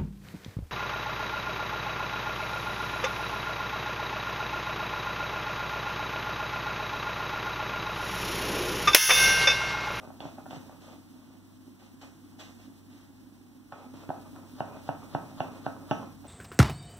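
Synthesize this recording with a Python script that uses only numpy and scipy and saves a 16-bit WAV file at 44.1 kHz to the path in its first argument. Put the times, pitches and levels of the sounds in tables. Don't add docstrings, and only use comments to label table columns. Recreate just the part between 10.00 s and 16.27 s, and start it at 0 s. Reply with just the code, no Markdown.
import sys
import numpy as np
from scipy import signal
from scipy.fft import rfft, irfft, next_fast_len
from scipy.io import wavfile

SR = 44100
rng = np.random.default_rng(int(sys.argv[2]) if len(sys.argv) > 2 else 0)


def store_pcm(level_fs):
    pcm = np.round(np.clip(level_fs, -1, 1) * 32767).astype(np.int16)
    wavfile.write(sys.argv[1], SR, np.atleast_2d(pcm).T)


N = 276507
SIZE = next_fast_len(N + SR)
HZ = np.maximum(np.arange(SIZE // 2 + 1) * SR / SIZE, 1)

# start_s, level_db (relative)
SWELL_POINTS = [(0.0, -71), (0.77, -70.5), (1.24, -73.5), (1.83, -73.5), (2.01, -73), (2.55, -72),
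                (3.47, -74), (3.77, -74.5), (3.93, -70.5), (5.43, -68.5), (6.27, -70)]
# pitch_hz, level_db (relative to their sum)
PORT_DIFFERENCE = [(30, -37), (100, -36), (250, -14), (600, -3.5), (1500, 3), (4000, -2)]
# start_s, level_db (relative), ring_centre_hz,
# crack_db and thud_db (both relative to the blow)
DRAWER_KNOCKS = [(4.6049, -21.5, 700, -27.5, -11), (4.89, -23.5, 725, -26, -9), (5.149, -20, 740, -29, -10),
                 (5.404, -22, 765, -19.5, -12), (5.664, -22.5, 770, -27.5, -9), (5.911, -22, 890, -16, -4)]


def amp(db):
    return 10 ** (np.asarray(db) / 20)


def rms_one(x):
    return x / np.sqrt(np.mean(x ** 2) + 1e-20)


def in_time(rows):
    s, *columns = np.transpose(rows)
    return [np.interp(np.arange(N) / SR, s, c) for c in columns]


def at_hz(points, hz=HZ):
    point_hz, values = np.array(points).T
    return np.interp(np.log(hz), np.log(point_hz), values)


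def through(x, response):
    return irfft(rfft(x, SIZE) * response, SIZE)[..., :N]


def late(s):
    return np.exp(-2j * np.pi * HZ * s)


def drift(rate_hz):
    r = np.exp(-80 * np.pi * rate_hz / SR)
    noise = rng.standard_normal(N // 40 + 2002)
    slow = signal.lfilter([1], [1, -2 * r, r * r], noise)[2000:]
    return np.interp(np.arange(N) / 40, np.arange(len(slow)), rms_one(slow))


def diffuse(spectrum):
    both, apart = rng.standard_normal((2, N))
    both = through(both, amp(at_hz(spectrum)))
    apart = through(apart, amp(at_hz(spectrum) + at_hz(PORT_DIFFERENCE)))
    return np.array([both + apart, both - apart]) / np.std(both)


def port_hiss():
    # (per Hz, relative)
    hiss_colour = [(30, -21), (300, 24), (700, 13), (1200, -2.5), (2500, 14.5), (5000, 14.5), (8000, 11),
                   (11000, 10.5), (16000, 11.5)]
    hiss = rms_one(through(rng.standard_normal((2, N)), amp(at_hz(hiss_colour))))
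    hiss[0] = through(hiss[0], 1 / (1 + 1j * HZ / 11000))
    flicker_db = 1.3 * drift(16.4)
    return amp(6 + flicker_db) * hiss


def room_tone():
    # (per Hz, relative)
    air_colour = [(20, -44), (35, -13), (55, 0.5), (80, -13), (150, 0), (200, -1.5), (320, 1), (420, -21),
                  (800, -17), (1500, -22.5), (4000, -39)]
    return amp(12.5) * diffuse(air_colour)


def appliance_hum():
    hum_hz, hum_db = 97.8, 13.5
    phase = 2 * np.pi * np.cumsum(hum_hz + 1.12 * drift(1.9)) / SR
    level = amp(hum_db + 1.2 * drift(2.6))
    return level * np.sin(phase) * amp([[-.9], [.9]])


def drone():
    centre_hz, width_hz, level_db = 261, 48.3, 15
    grid_hz = np.geomspace(100, 700, 200)
    peak_db = -20 * np.log10(1 + (2 * (grid_hz - centre_hz) / width_hz) ** 2)
    peak = np.column_stack([grid_hz, peak_db])
    return amp(level_db + 2.8 * drift(64)) * diffuse(peak)


def background():
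    swell = amp(in_time(SWELL_POINTS)[0])
    return swell * (port_hiss() + room_tone() + appliance_hum() + drone())


def grains(per_s, spread_db, spectrum):
    sizes = amp(spread_db * np.minimum(rng.exponential(1, N), 4)) * rng.standard_normal(N)
    slips = sizes * (rng.random(N) < per_s / SR)
    return rms_one(through(slips, amp(at_hz(spectrum))))


def sliding():
    # start_s, length_s, rub_db, skin_db (relative)
    strokes = [(0.0, 0.053, -58, -72), (0.207, 0.067, -52.5, -62.5), (.3, 0.056, -74, -72),
               (0.376, 0.013, -54.5, -86), (.505, 0.056, -57.5, -61), (0.596, 0.15, -64, -76),
               (0.808, 0.13, -63.5, -67.5), (1.137, 0.22, -74.5, -77.5), (1.797, 0.068, -70, -69.5),
               (2.015, 0.024, -58, -60.5), (2.06, 0.042, -73, -75), (2.396, 0.02, -58, -54),
               (2.433, 0.074, -70, -66.5), (2.59, 0.061, -68, -68.5), (2.903, 0.13, -75, -71.5),
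               (3.721, 0.11, -58.5, -71.5), (3.938, 0.1, -60.5, -67.5), (4.11, 0.15, -62, -90),
               (4.327, 0.12, -65.5, -88), (4.624, 0.16, -58, -88), (4.727, 0.16, -63.5, -70.5),
               (4.916, .05, -60, -88), (4.998, 0.047, -57, -71), (5.182, 0.1, -58, -88),
               (5.277, 0.037, -60.5, -70), (5.402, 0.07, -53.5, -75), (5.518, 0.062, -59.5, -67.5),
               (5.685, 0.15, -61, -92), (5.92, 0.14, -56, -71), (6.242, 0.045, -63, -70.5)]
    # (per Hz, relative)
    rub_colour = [(150, -5), (300, 4.5), (480, 7), (720, 5.5), (1050, 1.5), (1400, -4.5), (1800, -20),
                  (2500, -2.5), (5000, -91)]
    # (per Hz, relative)
    skin_colour = [(400, -28), (800, -6), (1500, -2.5), (3000, -0.5), (6000, -6.5), (7500, -9),
                   (10000, -26.5), (16000, -16)]
    rise_db_per_s, fade_db_per_s = 1800, 332
    t = np.arange(N) / SR
    rub_gain, skin_gain = 0, 0
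    for start, length, rub_db, skin_db in strokes:
        rise_db = -rise_db_per_s * np.maximum(start - t, 0)
        fade_db = -fade_db_per_s * np.maximum(t - start - length, 0)
        shape = amp(rise_db + fade_db)
        rub_gain = np.maximum(rub_gain, amp(rub_db) * shape)
        skin_gain = np.maximum(skin_gain, amp(skin_db) * shape)
    rub = rub_gain * amp(3.35 * drift(38)) * grains(3500, 1.32, rub_colour)
    width = amp(-0.5) * grains(12000, 0.99, skin_colour) * [[1], [-1]]
    skin = grains(12000, 2.25, skin_colour) + width
    return rub + skin_gain * amp(0.93 * drift(39)) * skin


def ring(clicks, hz, t60):
    r, w = amp(-60 / (t60 * SR)), 2 * np.pi * hz / SR
    return signal.lfilter([0, np.sin(w)], [1, -2 * r * np.cos(w), r * r], clicks + 1e-18)


def strike(s, modes, level_db, centre_hz, focus_db, contact_s):
    at = (s * SR).astype(int)
    luck_db = 2 * rng.standard_normal((len(at), len(modes)))
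    out = np.zeros(N)
    for k, (hz, mode_db, t60) in enumerate(modes):
        clicks = np.zeros(N)
        off_db = focus_db * np.log2(hz / centre_hz) ** 2
        clicks[at] = amp(level_db + mode_db - off_db + luck_db[:, k])
        out += ring(clicks, hz, t60)
    push = np.hanning(int(contact_s * SR) + 3)
    return signal.lfilter(push / push.sum(), [1], out)


def radiate(x, low_hz):
    return signal.sosfilt(signal.butter(3, low_hz, "high", fs=SR, output="sos"), x)


def blows(rows, focus_db, crack_hz, crack_focus_db):
    # pitch_hz, level_db (relative), t60_s
    panel_modes = [(454, -27, 0.02), (672, -6.5, 0.022), (742, 3, 0.02), (908, -1.5, 0.015),
                   (1096, -5.5, 0.048), (1293, -1.5, 0.13), (1398, -10.5, 0.098), (1765, -0.5, 0.013)]
    # pitch_hz, level_db (relative), t60_s
    edge_modes = [(2766, 4, 0.018), (2970, -1.5, 0.025), (3380, 0.5, 0.007), (4340, -5, 0.025),
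                  (5850, 33, .008)]
    # pitch_hz, level_db (relative), t60_s
    table_modes = [(127, -22, 0.48), (159.8, 7, 0.075), (220.3, -3, 0.26), (278.2, 3.5, 0.09),
                   (354.5, 1.5, 0.041), (407.6, -17.5, 0.2)]
    s, level_db, ring_hz, crack_db, thud_db = np.transpose(rows)
    panels = strike(s, panel_modes, level_db - 11.0, ring_hz, focus_db, contact_s=0.00037)
    panels = panels + through(panels, late(0.001224))
    edges = strike(s, edge_modes, level_db + crack_db + 3.0, crack_hz, crack_focus_db, contact_s=0.00022)
    table = strike(s, table_modes, level_db + thud_db - 7.5, centre_hz=252, focus_db=6.5, contact_s=0.0005)
    return -(radiate(panels, low_hz=360) + radiate(edges, low_hz=2270) + radiate(table, low_hz=110))


def ticks():
    # start_s, level_db (relative), ring_centre_hz, crack_db and thud_db (both relative to the blow)
    part_ticks = [(0.074, -46.5, 875, -28, 1.5), (0.103, -40, 750, -31, -21), (0.204, -39.5, 670, 2, -4.5),
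                  (0.253, -37, 736, -18, -1.5), (0.383, -40, 690, -32, -31), (0.458, -42, 1280, -30, -20),
                  (0.463, -38, 780, -22, -20), (0.508, -38.5, 940, -5, -10), (0.53, -37.5, 760, -22, -3.5),
                  (0.548, -48, 1200, -9, 1), (0.567, -45.5, 1300, -22, 3.5), (0.695, -42.5, 970, -25, -14),
                  (2.03, -45, 770, -12, -36), (2.388, -55, 800, -9, -21), (2.598, -53, 595, -38, -4),
                  (3.723, -32, 1330, -18, -16), (3.94, -46, 1300, -29, -1.5),
                  (4.0907, -34.5, 1010, -14, -0.5), (4.096, -45, 1100, -25, -9.5),
                  (4.103, -23.5, 580, -35, -42), (4.361, -41.5, 1350, -19, -9),
                  (4.769, -41.5, 690, -15, -5), (5.314, -46, 700, -10, -21), (5.9155, -23.5, 810, -20, -22),
                  (5.919, -27.5, 710, -32, -27), (6.251, -52, 654, -19, -17)]
    return blows(part_ticks, focus_db=18, crack_hz=3730, crack_focus_db=92)


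def catch():
    # (per Hz, relative)
    scrape_colour = [(900, 1.5), (1400, -2), (2000, -11.5), (3500, -7), (4500, -7.5), (7000, -18),
                     (12000, -29)]
    drag_s, growth_s, drag_db = 0.054, 0.029, -31.5
    s, level_db = np.transpose(DRAWER_KNOCKS)[:2]
    marks = np.zeros(N)
    marks[(s * SR).astype(int)] = amp(level_db + drag_db)
    decay = np.exp(-np.arange(int(drag_s * SR)) / (growth_s * SR))
    rising = signal.fftconvolve(marks[::-1], decay)[:N][::-1]
    return rising * grains(3400, 0.47, scrape_colour)


def knocks():
    bounce_s, bounce_db = 0.021, -21
    bounces = np.array(DRAWER_KNOCKS) + [bounce_s, bounce_db, 0, 0, 0]
    rows = np.vstack([DRAWER_KNOCKS, bounces])
    return blows(rows, focus_db=14.5, crack_hz=2710, crack_focus_db=21)


def room(x):
    # pitch_hz, t60_s
    reverb_times = [(100, 1), (500, 0.28), (1500, 0.44), (4000, 0.22), (12000, 1)]
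    t = np.arange(int(.8 * SR)) / SR
    tail = 0
    white = rng.standard_normal((2, len(t))) * (1 - np.exp(-(t / 0.0022) ** 2))
    for hz in 45 * 2 ** np.arange(9):
        share = np.clip(1 - abs(np.log2(HZ / hz)), 0, 1)
        dying = white * amp(-60 * t / at_hz(reverb_times, hz))
        tail = tail + share * rfft(dying, SIZE)
    both, apart = tail[0], tail[1] * amp(at_hz(PORT_DIFFERENCE))
    return through(x, np.array([both + apart, both - apart]))


def scene():
    slides = sliding()
    hits = ticks() + catch() + knocks()
    ports = np.array([amp(3.5) * late(.00007), late(0)])
    direct = through(hits, ports) + slides
    return direct + amp(-33.5) * room(hits + slides.mean(axis=0)) + background()


def record(dry):
    port_lag_s, cutoff_hz = 0.0004276, 16150
    other = through(dry[::-1], .96 * late(port_lag_s) / (1 + (HZ / 14000) ** 2))
    shelf = (375 + 1j * HZ) / (40 + 1j * HZ)
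    sides = through(dry - other, shelf) * amp([[-.4], [.4]])
    fizz_db = in_time(SWELL_POINTS)[0] + np.array([[-1.5], [1.5]])
    fizz = amp(fizz_db) * rng.standard_normal((2, N))
    top_cut = signal.cheby2(20, 70, cutoff_hz, fs=SR, output="sos")
    return signal.sosfilt(top_cut, sides + fizz)


dry = scene()
out = record(dry)
store_pcm(out)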